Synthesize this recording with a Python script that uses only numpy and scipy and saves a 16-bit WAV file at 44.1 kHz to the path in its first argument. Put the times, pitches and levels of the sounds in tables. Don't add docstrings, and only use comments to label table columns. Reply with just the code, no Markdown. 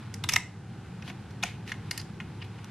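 import sys
import numpy as np
from scipy import signal
from scipy.fft import rfft, irfft
from scipy.io import wavfile

SR = 44100
rng = np.random.default_rng(int(sys.argv[2]) if len(sys.argv) > 2 else 0)


def bounce(signal):
    frames = np.transpose(np.atleast_2d(signal))
    limited = np.clip(frames, -1, 1)
    pcm = np.round(limited * 32767).astype(np.int16)
    wavfile.write(sys.argv[1], SR, pcm)


N = 119070
T = np.arange(N) / SR
F = np.maximum(np.fft.rfftfreq(N, 1 / SR), 1)

# frequency in Hz, relative density in dB per Hz.
HUM_COLOUR = [(20, -26), (40, -31), (60, -11.5), (80, -4.5), (105, 4), (130, 0), (195, -1.5), (250, -13),
              (350, -14), (480, -20), (620, -30), (1200, -63.5)]
# time in seconds, level in dB.
HUM_LEVEL = [(0, -42.5), (.3, -39), (.55, -46), (.78, -41.5), (1.6, -40.5), (2.2, -40), (2.7, -42.5)]
# frequency in Hz, relative density in dB per Hz.
AIR_COLOUR = [(300, 3.5), (600, -4.5), (790, 7.5), (1100, -12), (1500, 1.5), (2200, -18.5), (3200, -25.5),
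              (5000, -17), (8000, -20.5), (10500, -29.5), (13000, -66), (16000, -72)]
# time in seconds, level in dB.
RUSTLE_LEVEL = [(0, -53), (.12, -56), (.6, -60), (.85, -56.5), (1.08, -55.5), (1.2, -56), (1.6, -58),
                (1.7, -57), (1.88, -53), (2.12, -56.5), (2.45, -55.5), (2.7, -54.5)]
# frequency in Hz, relative density in dB per Hz.
RUSTLE_COLOUR = [(250, -18), (600, -7), (850, 14), (1200, 12.5), (1700, 9.5), (2700, 7.5), (4000, 2),
                 (7000, -13), (11000, -12.5), (15000, -54)]
# lower edge in Hz, upper edge in Hz.
CRACK_BANDS = [(680, 1500), (1500, 3200), (3200, 7000), (7000, 15000)]
# frequency in Hz, relative gain in dB.
BLADE_SHELL = [(740, -5), (1010, 1), (1260, 0), (1560, -3), (1850, 0), (2030, 3), (2220, 5), (2560, -2),
               (2790, 0), (3600, -4), (5300, 2), (5950, 1), (7640, -2), (10400, -6)]
# frequency in Hz, relative gain in dB.
HELD_SHELL = [(730, -3), (900, -6), (1050, 1), (1480, 1), (1850, 5), (2160, 0), (2540, -1), (2850, 0),
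              (3450, -5), (4250, -4), (4950, -3), (5640, -1), (6400, -3)]
# peak in seconds, rise in ms, fall in ms, ring of the breaking piece in Hz,
# its strength in dB, then the level in dB in each of the four crack bands.
BLADE_BITES = [(.1415, 0.61, 2.4, 4900, -3, -68, -48.5, -43, -51),
               (.2395, 1, 3.8, 3870, 16, -38.5, -35, -38.5, -46.5),
               (.2895, 0.66, 2.2, 3620, 17, -40, -37, -30.5, -39.5),
               (.2935, 1.9, 3.9, 2190, 10, -39, -28, -30, -38),
               (.3232, 2.6, 2.5, 5400, 0, -45, -52, -41, -43.5),
               (.3372, 2.0, 3.1, 5660, 7, -37, -32.5, -26, -37),
               (.361, 1, 2.5, 2710, 8, -35.5, -27, -29.5, -40),
               (.3643, 0.92, 0.93, 2136, 16.5, -32, -21, -30.5, -39.5)]
# peak in seconds, rise in ms, fall in ms, ring of the breaking
# piece in Hz, its strength in dB, then the level in dB in each of the four crack bands.
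HAND_SNAPS = [(1.4283, 1.8, 2.9, 3580, 18, -48, -37, -53, -53),
              (1.4315, 0.99, 2.1, 3700, 1, -42, -37, -41.5, -55),
              (1.4353, .4, 1.2, 2560, 12, -37.5, -29.5, -39, -59),
              (1.437, 0.69, 2.5, 708, 7, -33, -42.5, -36.5, -42),
              (1.718, 0.061, 1.6, 1730, -1, -47, -31.5, -65, -61),
              (1.7205, 0.24, 2.8, 2150, 1, -53, -36.5, -48.5, -63),
              (1.9108, 0.46, 2, 1890, -3, -52, -39, -38.5, -45),
              (1.9122, 0.28, 3.1, 4750, 5, -59, -37, -35, -45.5),
              (1.9773, 0.54, 3.6, 4770, 4, -62, -41, -41.5, -41.5),
              (2.0005, 5.9, 4, 4770, 23, -63, -48, -43.5, -58),
              (2.202, 0.33, 4.6, 2880, -7, -47, -38.5, -66, -69),
              (2.208, 2, 3.2, 3440, 17, -56, -60, -57, -72),
              (2.4195, 6, 3.2, 2930, 22, -64, -45.5, -70, -78),
              (2.4245, 2.7, 4.6, 4720, 20, -56, -43.5, -64, -79)]
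# peak in seconds, rise in ms, fall in ms, then the level in dB
FRAGMENT_TICKS = [(1.023, .3, 2.8, -61, -45, -58, -73), (1.0783, .4, 1.3, -47, -44, -58, -71),
                  (1.083, 1, 3, -52, -49, -61, -72), (1.0993, .4, 2.5, -46, -41.5, -55, -69),
                  (1.105, 1, 3, -50, -50, -62, -72), (1.309, 3, 6, -64, -57, -59, -68),
                  (1.6775, .5, 3.5, -58, -45, -51, -65), (1.695, 1.5, 3, -53, -44, -54, -65),
                  (2.015, 1, 2, -66, -52, -50, -58), (2.588, 5, 7, -53, -53, -63, -78),
                  (2.6445, .8, 2, -56, -54, -52, -60)]
# frequency in Hz, gain in dB.
ECHO_COLOUR = [(300, -20), (800, -10), (1400, -18.5), (2500, -15.5), (3500, -19), (6000, -16.5),
               (10000, -5.5), (15000, -20)]
# frequency in Hz, time to fall by 60 dB in seconds.
ECHO_DECAY = [(500, 0.21), (2300, 0.39), (6000, 0.31), (14000, 0.087)]
# frequency in Hz, gain in dB.
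NEAR_SIDE = [(500, -41), (2000, -42), (3000, -17), (4200, -7), (6000, -7), (9000, 0.5), (14000, 0)]
# frequency in Hz, gain in dB.
DIFFUSE_SIDE = [(50, -26), (120, -56), (200, -21.5), (380, -8), (700, -11.5), (1300, -16.5), (2400, -19.5),
                (4400, -2), (8000, 0.5), (15000, 13)]
# peak in seconds, rise in seconds,
# fall in seconds, level in dB before the common tear trim, ring of the cavity in dB against that.
TEARS = [(.335, .03, .035, -39, 0), (1.092, .04, .022, -47, -20), (1.455, .012, .045, -43, 6),
         (1.70, .03, .028, -44.5, -10), (1.95, .03, .05, -50, -20), (2.447, .008, .018, -53, -6)]
# frequency in Hz, relative density in dB per Hz.
TEAR_COLOUR = [(400, -4.5), (1000, -12.5), (2000, -1.5), (3600, -5), (5200, -12.5), (8000, -21),
               (11500, -21), (15000, -50)]

MOTOR_HZ, MOTOR_DB, AIR_DB = 101.5, -59, -56
RUSTLE_GRAINS_PER_S, TEAR_GRAINS_PER_S, GRAIN_SPREAD_DB = 4000, 2200, 1
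FRACTURES_PER_S, FRACTURE_SPREAD_DB = 7900, 1.5
MAIN_BREAK = 1.14
SNAP_DB = -7
SHELL_Q, HELD_Q, PIECE_Q = 15, 24, 12
SHELL_SHIFT = .015
BLADE_TOP_HZ, HAND_TOP_HZ = 14700, 12400
TICK_DB, TEAR_DB = -2.5, -1.5
ECHO_ONSET_S = 0.003
CAVITY_HZ, CAVITY_WIDTH_HZ = 2450, 750
TOP_HZ = 15200


def undb(db):
    return 10 ** (np.asarray(db) / 20)


def unit(x):
    return x / np.sqrt(np.mean(x ** 2))


def over_time(rows):
    return undb(np.interp(T, *np.array(rows).T))


def colour(x, rows):
    hz, db = np.array(rows).T
    gain = undb(np.interp(np.log(F), np.log(hz), db))
    return irfft(rfft(x) * gain, N)


def band(x, lo, hi, order=3):
    return signal.sosfilt(signal.butter(order, [lo, hi], "band", fs=SR, output="sos"), x)


def soften(x, top_hz, order=6):
    return signal.sosfilt(signal.butter(order, top_hz, fs=SR, output="sos"), x)


def ring(x, hz, width):
    return signal.lfilter(*signal.iirpeak(hz, hz / width, fs=SR), x)


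def stereo(mid, side):
    return np.array([mid + side, mid - side])


def diffuse(draw, spectrum):
    mid = unit(colour(draw(), spectrum))
    side = unit(colour(draw(), spectrum))
    return stereo(mid, colour(side, DIFFUSE_SIDE))


def noise():
    return rng.standard_normal(N)


def grains(per_s, spread_db, size):
    present = rng.random(size) < per_s / SR
    sign = rng.choice([-1, 1], size)
    strength = undb(spread_db * rng.standard_normal(size))
    return present * sign * strength


def add(out, at, sound):
    start = int(at * SR) - len(sound) // 2
    out[start:start + len(sound)] += sound[:N - start]


def background():
    hum = diffuse(noise, HUM_COLOUR) * over_time(HUM_LEVEL)
    motor = np.sqrt(2) * undb(MOTOR_DB) * np.sin(2 * np.pi * (MOTOR_HZ * T + rng.random()))
    air = undb(AIR_DB) * diffuse(noise, AIR_COLOUR)
    return hum + motor + air


def rustle():
    crackle = diffuse(lambda: grains(RUSTLE_GRAINS_PER_S, GRAIN_SPREAD_DB, N), RUSTLE_COLOUR)
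    return crackle * over_time(RUSTLE_LEVEL)


def resonances(modes, q, piece_hz, piece_db):
    shifts = 1 + SHELL_SHIFT * rng.uniform(-1, 1, len(modes))
    shell = [(hz * shift, q, db) for (hz, db), shift in zip(modes, shifts)]
    return shell + [(piece_hz, PIECE_Q, piece_db)]


def crack(rise_ms, fall_ms, top_hz, modes, levels_db):
    size = SR // 10
    ms = (np.arange(size) - size // 2) * 1000 / SR
    swell = np.exp(np.where(ms < 0, ms / rise_ms, -ms / fall_ms))
    force = grains(FRACTURES_PER_S, FRACTURE_SPREAD_DB, size) * swell
    force[size // 2] += MAIN_BREAK
    force = soften(force, top_hz)
    sound = undb(SNAP_DB) * force
    for hz, q, db in modes:
        sound = sound + undb(db) * ring(force, hz, hz / q)
    levelled = np.zeros(size)
    for k, (edges, db) in enumerate(zip(CRACK_BANDS, levels_db)):
        polarity = (-1) ** k
        levelled += polarity * undb(db) * unit(band(sound, *edges))
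    return levelled / np.sqrt(10)


def break_shell(rows, top_hz, modes, q):
    out = np.zeros(N)
    for at, rise_ms, fall_ms, piece_hz, piece_db, *levels_db in rows:
        ringing = resonances(modes, q, piece_hz, piece_db)
        add(out, at, crack(rise_ms, fall_ms, top_hz, ringing, levels_db))
    return out


def blade_bites():
    return break_shell(BLADE_BITES, BLADE_TOP_HZ, BLADE_SHELL, SHELL_Q)


def fragment_ticks():
    out = np.zeros(N)
    held = [(hz, HELD_Q, db) for hz, db in HELD_SHELL]
    for at, rise_ms, fall_ms, *levels_db in FRAGMENT_TICKS:
        add(out, at, undb(TICK_DB) * crack(rise_ms, fall_ms, HAND_TOP_HZ, held, levels_db))
    return out


def hand_snaps():
    return break_shell(HAND_SNAPS, HAND_TOP_HZ, HELD_SHELL, HELD_Q)


def shell():
    return blade_bites() + fragment_ticks() + hand_snaps()


def echo(x):
    edges = np.geomspace(200, 17000, 8)
    hz, t60 = np.array(ECHO_DECAY).T
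    tail = 0
    for lo, hi in zip(edges, edges[1:]):
        decay = np.interp(np.log(lo * hi) / 2, np.log(hz), t60)
        tail = tail + band(noise(), lo, hi) * np.exp(-np.log(1000) * T / decay)
    tail = tail * (1 - np.exp(-(T / ECHO_ONSET_S) ** 2))
    wet = signal.fftconvolve(x, unit(tail) / np.sqrt(N))[:N]
    return colour(wet, ECHO_COLOUR)


def kitchen(x):
    return stereo(echo(x), colour(echo(x), DIFFUSE_SIDE))


def tearing():
    direct, cavity = 0, 0
    for at, rise, fall, db, cavity_db in TEARS:
        since = T - at
        shape = np.exp(np.where(since < 0, -(since / rise) ** 2, -since / fall))
        pull = undb(db + TEAR_DB) * shape
        direct = direct + pull
        cavity = cavity + undb(cavity_db) * pull
    crackle = diffuse(lambda: grains(TEAR_GRAINS_PER_S, GRAIN_SPREAD_DB, N), TEAR_COLOUR)
    return crackle * direct + ring(crackle * cavity, CAVITY_HZ, CAVITY_WIDTH_HZ)


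def scene():
    cracks = shell()
    scatter = colour(shell(), NEAR_SIDE)
    near = stereo(cracks, scatter)
    return background() + rustle() + near + kitchen(cracks) + tearing()


def record(dry):
    return signal.sosfilt(signal.ellip(8, .2, 70, TOP_HZ, fs=SR, output="sos"), dry)


dry = scene()
out = record(dry)
bounce(out)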